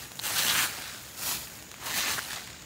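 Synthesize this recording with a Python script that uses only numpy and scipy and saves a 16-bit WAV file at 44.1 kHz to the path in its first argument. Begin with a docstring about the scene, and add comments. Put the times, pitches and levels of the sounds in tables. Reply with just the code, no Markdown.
"""Over a low outdoor rumble and a thin buzz of insects, dry leaves stir and a twig ticks.
A plastic fan rake drags over sandy ground: its tines catch, slip and rasp, and sand hisses under them.
A shorter, lighter stroke follows at 1.2 s and a third at 1.8 s. Along the way the soil thuds softly,
twigs and pebbles tick, and after each stroke grit and leaves tumble, settling at the end.
One microphone, no walls."""
import sys
import numpy as np
from scipy import signal
from scipy.fft import rfft, irfft, next_fast_len
from scipy.io import wavfile
from scipy.ndimage import uniform_filter1d, map_coordinates

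SR = 44100
rng = np.random.default_rng(int(sys.argv[2]) if len(sys.argv) > 2 else 0)


def transcribe(signal):
    """Save signal, clipped to [-1, 1], as a 16-bit WAV file at the path in sys.argv[1]."""
    frames = np.atleast_2d(signal).T
    limited = np.clip(frames, -1, 1)
    pcm = np.round(limited * 32767).astype(np.int16)
    wavfile.write(sys.argv[1], SR, pcm)


N = 116865
TIME_S = np.arange(N) / SR
LOW_CUT_HZ, TOP_HZ = 59, 15750


def amp(db):
    """Decibels to gain."""
    return 10 ** (np.asarray(db) / 20)


def unit(x):
    """Scaled to rms 1."""
    return x / np.sqrt(np.mean(x ** 2) + 1e-20)


def wobble(per_s):
    """A smooth random curve with per_s knots a second."""
    return map_coordinates(rng.standard_normal(N), [TIME_S * per_s], order=2)


def coloured(x, eq):
    """x through a causal EQ of (freq_hz, gain_db) points, at rms 1."""
    size = 2 * next_fast_len(N)
    hz, db = np.transpose(eq)
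    log_hz = np.log(np.fft.rfftfreq(size, 1 / SR) + 1)
    log_gain = np.log(amp(np.interp(log_hz, np.log(hz), db)))
    cepstrum = irfft(log_gain) * (1 + np.sign(size // 2 - np.arange(size)))  # minimum phase
    cepstrum[0] /= 2
    return unit(irfft(rfft(x, size) * np.exp(rfft(cepstrum)))[:N])


def add(track, start_s, sound):
    """Mix a sound into the track."""
    part = track[max(round(start_s * SR), 0):][:len(sound)]
    part += sound[:len(part)]


def crunch(per_s, decay_s, spread_db):
    """Tiny noise bursts of uneven size at random moments."""
    hits = (rng.random(N) < per_s / SR) * amp(spread_db * np.clip(rng.standard_normal(N), -2, 2))
    energy = signal.lfilter([1], [1, -np.exp(-2 / (decay_s * SR))], hits ** 2)
    return unit(np.sqrt(energy) * rng.standard_normal(N))


def patchy(x, depth_db):
    """Shifts the colour of x in random patches, a few hundred Hz wide and some 50 ms long."""
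    spectrum = signal.stft(x, nperseg=512)[2]
    patches = uniform_filter1d(rng.standard_normal(spectrum.shape), size=4, axis=0)
    patches = uniform_filter1d(patches, size=9, axis=1)
    return signal.istft(spectrum * amp(depth_db * unit(patches)), nperseg=512)[1][:N]


# Tone of the bass-heavy bed and of the insects' narrow buzz: freq_hz, gain_db
RUMBLE_EQ = [(20, -3), (45, 0), (64, 7.5), (85, -2), (115, 3), (160, -2.5), (250, -4.5), (450, -9),
             (1000, -14), (1600, -14), (3000, -14), (5500, -21.5), (11000, -42), (15500, -31)]
INSECT_EQ = [(5000, -21), (6400, -6.5), (6750, -1), (6950, 1), (7150, -3), (7550, -10), (8000, -8),
             (8400, -15), (9500, -22), (12800, -17), (13700, -16), (14300, -16), (15500, -12)]


def outdoors(rumble_db=-49, insect_db=-51.5):
    """A steady bed of distant rumble and thinly buzzing insects."""
    rumble = amp(rumble_db) * coloured(rng.standard_normal(N), RUMBLE_EQ)
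    insects = amp(insect_db) * coloured(rng.standard_normal(N), INSECT_EQ)
    return rumble + insects


# Soft thuds of the fan and sandals on the soil: start_s, level_db, pitch_hz
SOIL_THUDS = [(0.449, -34, 228), (.78, -42, 274), (1.365, -42, 150), (2.183, -39.5, 234)]


def thuds(rise_s=0.0065, t60_s=0.1, q=2):
    """The soil takes a weight with a low, dull puff."""
    out = np.zeros(N)
    for start_s, level_db, pitch_hz in SOIL_THUDS:
        t = np.maximum(TIME_S - start_s, 0)
        puff = unit(signal.lfilter(*signal.iirpeak(pitch_hz, q, SR), rng.standard_normal(N)))
        out += puff * amp(level_db - 60 * t / t60_s) * (1 - np.exp(-t / rise_s))
    return out


# Twigs and pebbles flicked by the tines: start_s, ring_db, pitch_hz, crack_db
TWIG_TICKS = [(.118, -25, 4020, -35), (.156, -18, 6770, -40), (.171, -31, 6620, -37),
              (0.192, -15, 3900, -31), (.1965, -9, 4040, -31.5), (0.2371, -17, 3370, -30),
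              (.782, -30, 1630, -33.5), (.821, -25, 1520, -30), (.947, -29, 1520, -46),
              (1.473, -27, 2700, -38), (1.499, -26, 13000, -40), (1.589, -22, 6900, -39),
              (1.594, -31, 2600, -48), (1.625, -34, 2920, -36), (1.7153, -18, 6250, -34.5),
              (1.7413, -30, 2370, -37), (1.91, -26, 3900, -28.5), (2.182, -20, 1620, -27),
              (2.1866, -17, 1410, -34), (2.1911, -16, 1530, -27), (2.3069, -21.5, 1850, -28.5),
              (2.3317, -29, 4930, -28), (2.3514, -34, 4090, -35), (2.42, -39, 1700, -43),
              (2.442, -28, 4000, -38), (2.474, -32, 2980, -32.5), (2.503, -25, 3930, -39),
              (2.622, -23, 7060, -39)]
# Mid-forward tone of their crack: freq_hz, gain_db
CRACK_EQ = [(200, -4.5), (1500, 6), (5000, -1), (9000, -3), (15500, -12)]


def ticks(ring_t60_cycles=15, rise_s=0.0005, crack_t60_s=0.012):
    """A twig or pebble gives a dry crack and a few cycles of ring."""
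    rings, crack_envelope = np.zeros(N), np.zeros(N)
    t = np.arange(SR // 25) / SR
    for start_s, ring_db, pitch_hz, crack_db in TWIG_TICKS:
        envelope = amp(ring_db - 60 * t * pitch_hz / ring_t60_cycles) * (1 - np.exp(-t / rise_s))
        add(rings, start_s, envelope * np.sin(2 * np.pi * pitch_hz * t))
        add(crack_envelope, start_s, amp(crack_db - 60 * t / crack_t60_s))
    return rings + crack_envelope * coloured(rng.standard_normal(N), CRACK_EQ)


# Wide, airy tone of moving sand: freq_hz, gain_db
SAND_EQ = [(150, 0), (450, -11), (800, -2.5), (2500, -7.5), (6000, -2.5), (9500, -2), (12000, -1.5),
           (15500, -2)]


def sand():
    """Thousands of tiny grain impacts a second blur into a hiss."""
    return coloured(crunch(per_s=4900, decay_s=0.00024, spread_db=-0.5), SAND_EQ)


def crumbs(per_s=350, centre_hz=3120, spread_octaves=1.25, decay_cycles=4.7, spread_db=1.5):
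    """Crumbs of earth land, each with a brief pitch of its own."""
    out, t = np.zeros(N), np.arange(SR // 100) / SR
    for start_s in TIME_S[rng.random(N) < per_s / SR]:
        pitch_draw, level_draw = np.clip(rng.standard_normal(2), -2, 2)
        hz = min(centre_hz * 2 ** (spread_octaves * pitch_draw), TOP_HZ)
        ping = np.sin(2 * np.pi * hz * t) * np.exp(-hz * t / decay_cycles)
        add(out, start_s, np.sqrt(hz) * amp(spread_db * level_draw) * ping)
    return unit(out)


# Fader moves for the tumbling leaves and sand: time_s, leaves_db, trickle_db
DEBRIS_LEVELS = [(0, -45.5, -44), (.04, -45.5, -46.5), (.09, -50.5, -51.5), (.2, -59, -48),
                 (.3, -35.5, -63), (.7, -40.5, -41.5), (.82, -40.5, -44.5), (.93, -43, -48),
                 (1.02, -48, -48.5), (1.15, -51.5, -49), (1.42, -53, -44.5), (1.55, -51, -47),
                 (1.68, -56.5, -55.5), (1.79, -51, -56.5), (2.2, -39, -44.5), (2.29, -42, -42),
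                 (2.35, -37, -45.5), (2.43, -45.5, -51), (2.5, -46.5, -59), (2.55, -49, -77),
                 (2.65, -53.5, -68)]
# Papery tone of the leaves and crumbs: freq_hz, gain_db
LEAF_EQ = [(150, -15), (450, -8), (750, -1.5), (1050, -3.5), (1550, 2.5), (2100, 1), (3200, -1),
           (4500, 1.5), (5600, -2.5), (7200, -5), (9000, -7), (12000, -19), (15500, -16)]


def debris(crumb_mix_db=-9):
    """Dry leaves rustle among falling crumbs while sand trickles."""
    times_s, leaves_db, trickle_db = np.transpose(DEBRIS_LEVELS)
    rustle = crunch(per_s=1300, decay_s=0.00096, spread_db=1) + amp(crumb_mix_db) * crumbs()
    leaves = coloured(rustle, LEAF_EQ) * amp(np.interp(TIME_S, times_s, leaves_db))
    trickle = sand() * amp(np.interp(TIME_S, times_s, trickle_db))
    return leaves + trickle


def slips():
    """Tines catch and let go in a dense, uneven crackle."""
    return crunch(per_s=2800, decay_s=0.0013, spread_db=4)


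# Accents where the tines dig in: centre_s, half_length_s, pitch_hz, level_db
TINE_RASPS = [(0.289, 0.023, 814, -40), (0.393, 0.032, 3850, -31), (0.501, 0.022, 3320, -27.5),
              (.61, 0.06, 1390, -37), (0.784, 0.014, 750, -45.5), (1.875, 0.044, 1040, -40.5),
              (1.992, 0.019, 2520, -35), (2.085, 0.047, 2100, -37.5), (2.372, 0.009, 810, -42)]


def rasps(q=2.16):
    """Where the fan bends hard, its slips gather in one broad resonance."""
    out = np.zeros(N)
    for centre_s, half_length_s, pitch_hz, level_db in TINE_RASPS:
        band = unit(signal.lfilter(*signal.iirpeak(pitch_hz, q, SR), slips()))
        swell = np.exp(-0.5 * ((TIME_S - centre_s) / half_length_s) ** 2)
        out += band * amp(level_db) * swell
    return out


def tines(modes=400, t60_s=0.07, ring_mix_db=-9.5):
    """Slips briefly ring the many modes of the plastic tines."""
    crackle, t = slips(), np.arange(SR // 8) / SR
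    mode_hz = np.linspace(700, 9000, modes)[:, None] * (1 + 0.01 * rng.standard_normal((modes, 1)))
    ring = np.sin(2 * np.pi * (mode_hz * t + rng.random((modes, 1)))).sum(0) * amp(-60 * t / t60_s)
    return crackle + amp(ring_mix_db) * unit(signal.fftconvolve(crackle, ring)[:N])


# Fader moves, one list per stroke: time_s, scrape_db, sand_db
STROKE_LEVELS = [
    [(.22, -46, -40.5), (.245, -35.5, -37), (.268, -36, -29.5), (.31, -37.5, -35), (.35, -42, -32),
     (.368, -31.5, -30), (.46, -29.5, -30.5), (.54, -30, -30.5), (.6, -27, -31), (.645, -30, -31),
     (.675, -38, -38), (.73, -51, -57)],
    [(1.178, -44, -43.5), (1.205, -42.5, -40), (1.235, -37, -34.5), (1.3, -35.5, -29.5),
     (1.365, -38.5, -36), (1.392, -47.5, -42), (1.435, -45, -44), (1.46, -51, -53)],
    [(1.81, -48, -54), (1.85, -47, -43), (1.866, -37.5, -37), (1.925, -37, -40.5), (1.945, -32, -33.5),
     (1.98, -32.5, -32), (2.04, -31, -38.5), (2.115, -32.5, -33), (2.165, -38, -38), (2.205, -55, -47)],
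]
# Tone of the scrape, one list per stroke as the fan bends differently: freq_hz, gain_db
SCRAPE_EQS = [
    [(80, -20), (220, -7.5), (430, -9.5), (750, -3.5), (1100, -3.5), (1700, 2.5), (2400, 0), (3200, 1.5),
     (4200, 2), (5200, -6.5), (6200, -3.5), (9000, -5), (12000, -22)],
    [(80, -25), (220, -6), (430, -7), (950, -7.5), (1300, 0.5), (1700, -3), (2300, 2), (3300, -2),
     (4400, 4), (5900, -1), (7000, 2.5), (8500, -18), (12000, -29)],
    [(80, -21), (220, -4.5), (430, -6), (700, -6), (1000, -4), (2000, 0.5), (3000, -2), (4100, 0),
     (5200, -4), (6900, -2), (8500, -12.5), (12000, -36)],
]


def rake(fade_s=0.015, sand_trim_db=0.5, judder_per_s=83, judder_db=0.51):
    """Each stroke: the tines scrape, sand streams past them and the whole fan judders."""
    out = np.zeros(N)
    for stroke, eq in zip(STROKE_LEVELS, SCRAPE_EQS):
        times_s, scrape_db, sand_db = np.transpose(stroke)
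        contact = np.clip(1 + np.minimum(TIME_S - times_s[0], times_s[-1] - TIME_S) / fade_s, 0, 1)
        scrape = coloured(tines(), eq) * amp(np.interp(TIME_S, times_s, scrape_db))
        hiss = sand() * amp(np.interp(TIME_S, times_s, sand_db) + sand_trim_db)
        judder = amp(judder_db * wobble(judder_per_s))
        out += contact * judder * (scrape + hiss)
    return out


def scene():
    """Everything reaches one microphone, alike in both channels."""
    raking = patchy(rake() + debris(), depth_db=1.5) + rasps()  # single tines come and go
    return np.tile(raking + ticks() + thuds() + outdoors(), (2, 1))


def record(dry):
    """Rolls off the deep bass and cuts everything above TOP_HZ."""
    size = 2 * next_fast_len(N)
    hz = np.fft.rfftfreq(size, 1 / SR)
    low_cut = 1 - 1 / (1 + (hz / LOW_CUT_HZ) ** 4)
    return irfft(rfft(dry, size) * low_cut * (hz < TOP_HZ), size)[:, :N]


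dry = scene()
out = record(dry)
transcribe(out)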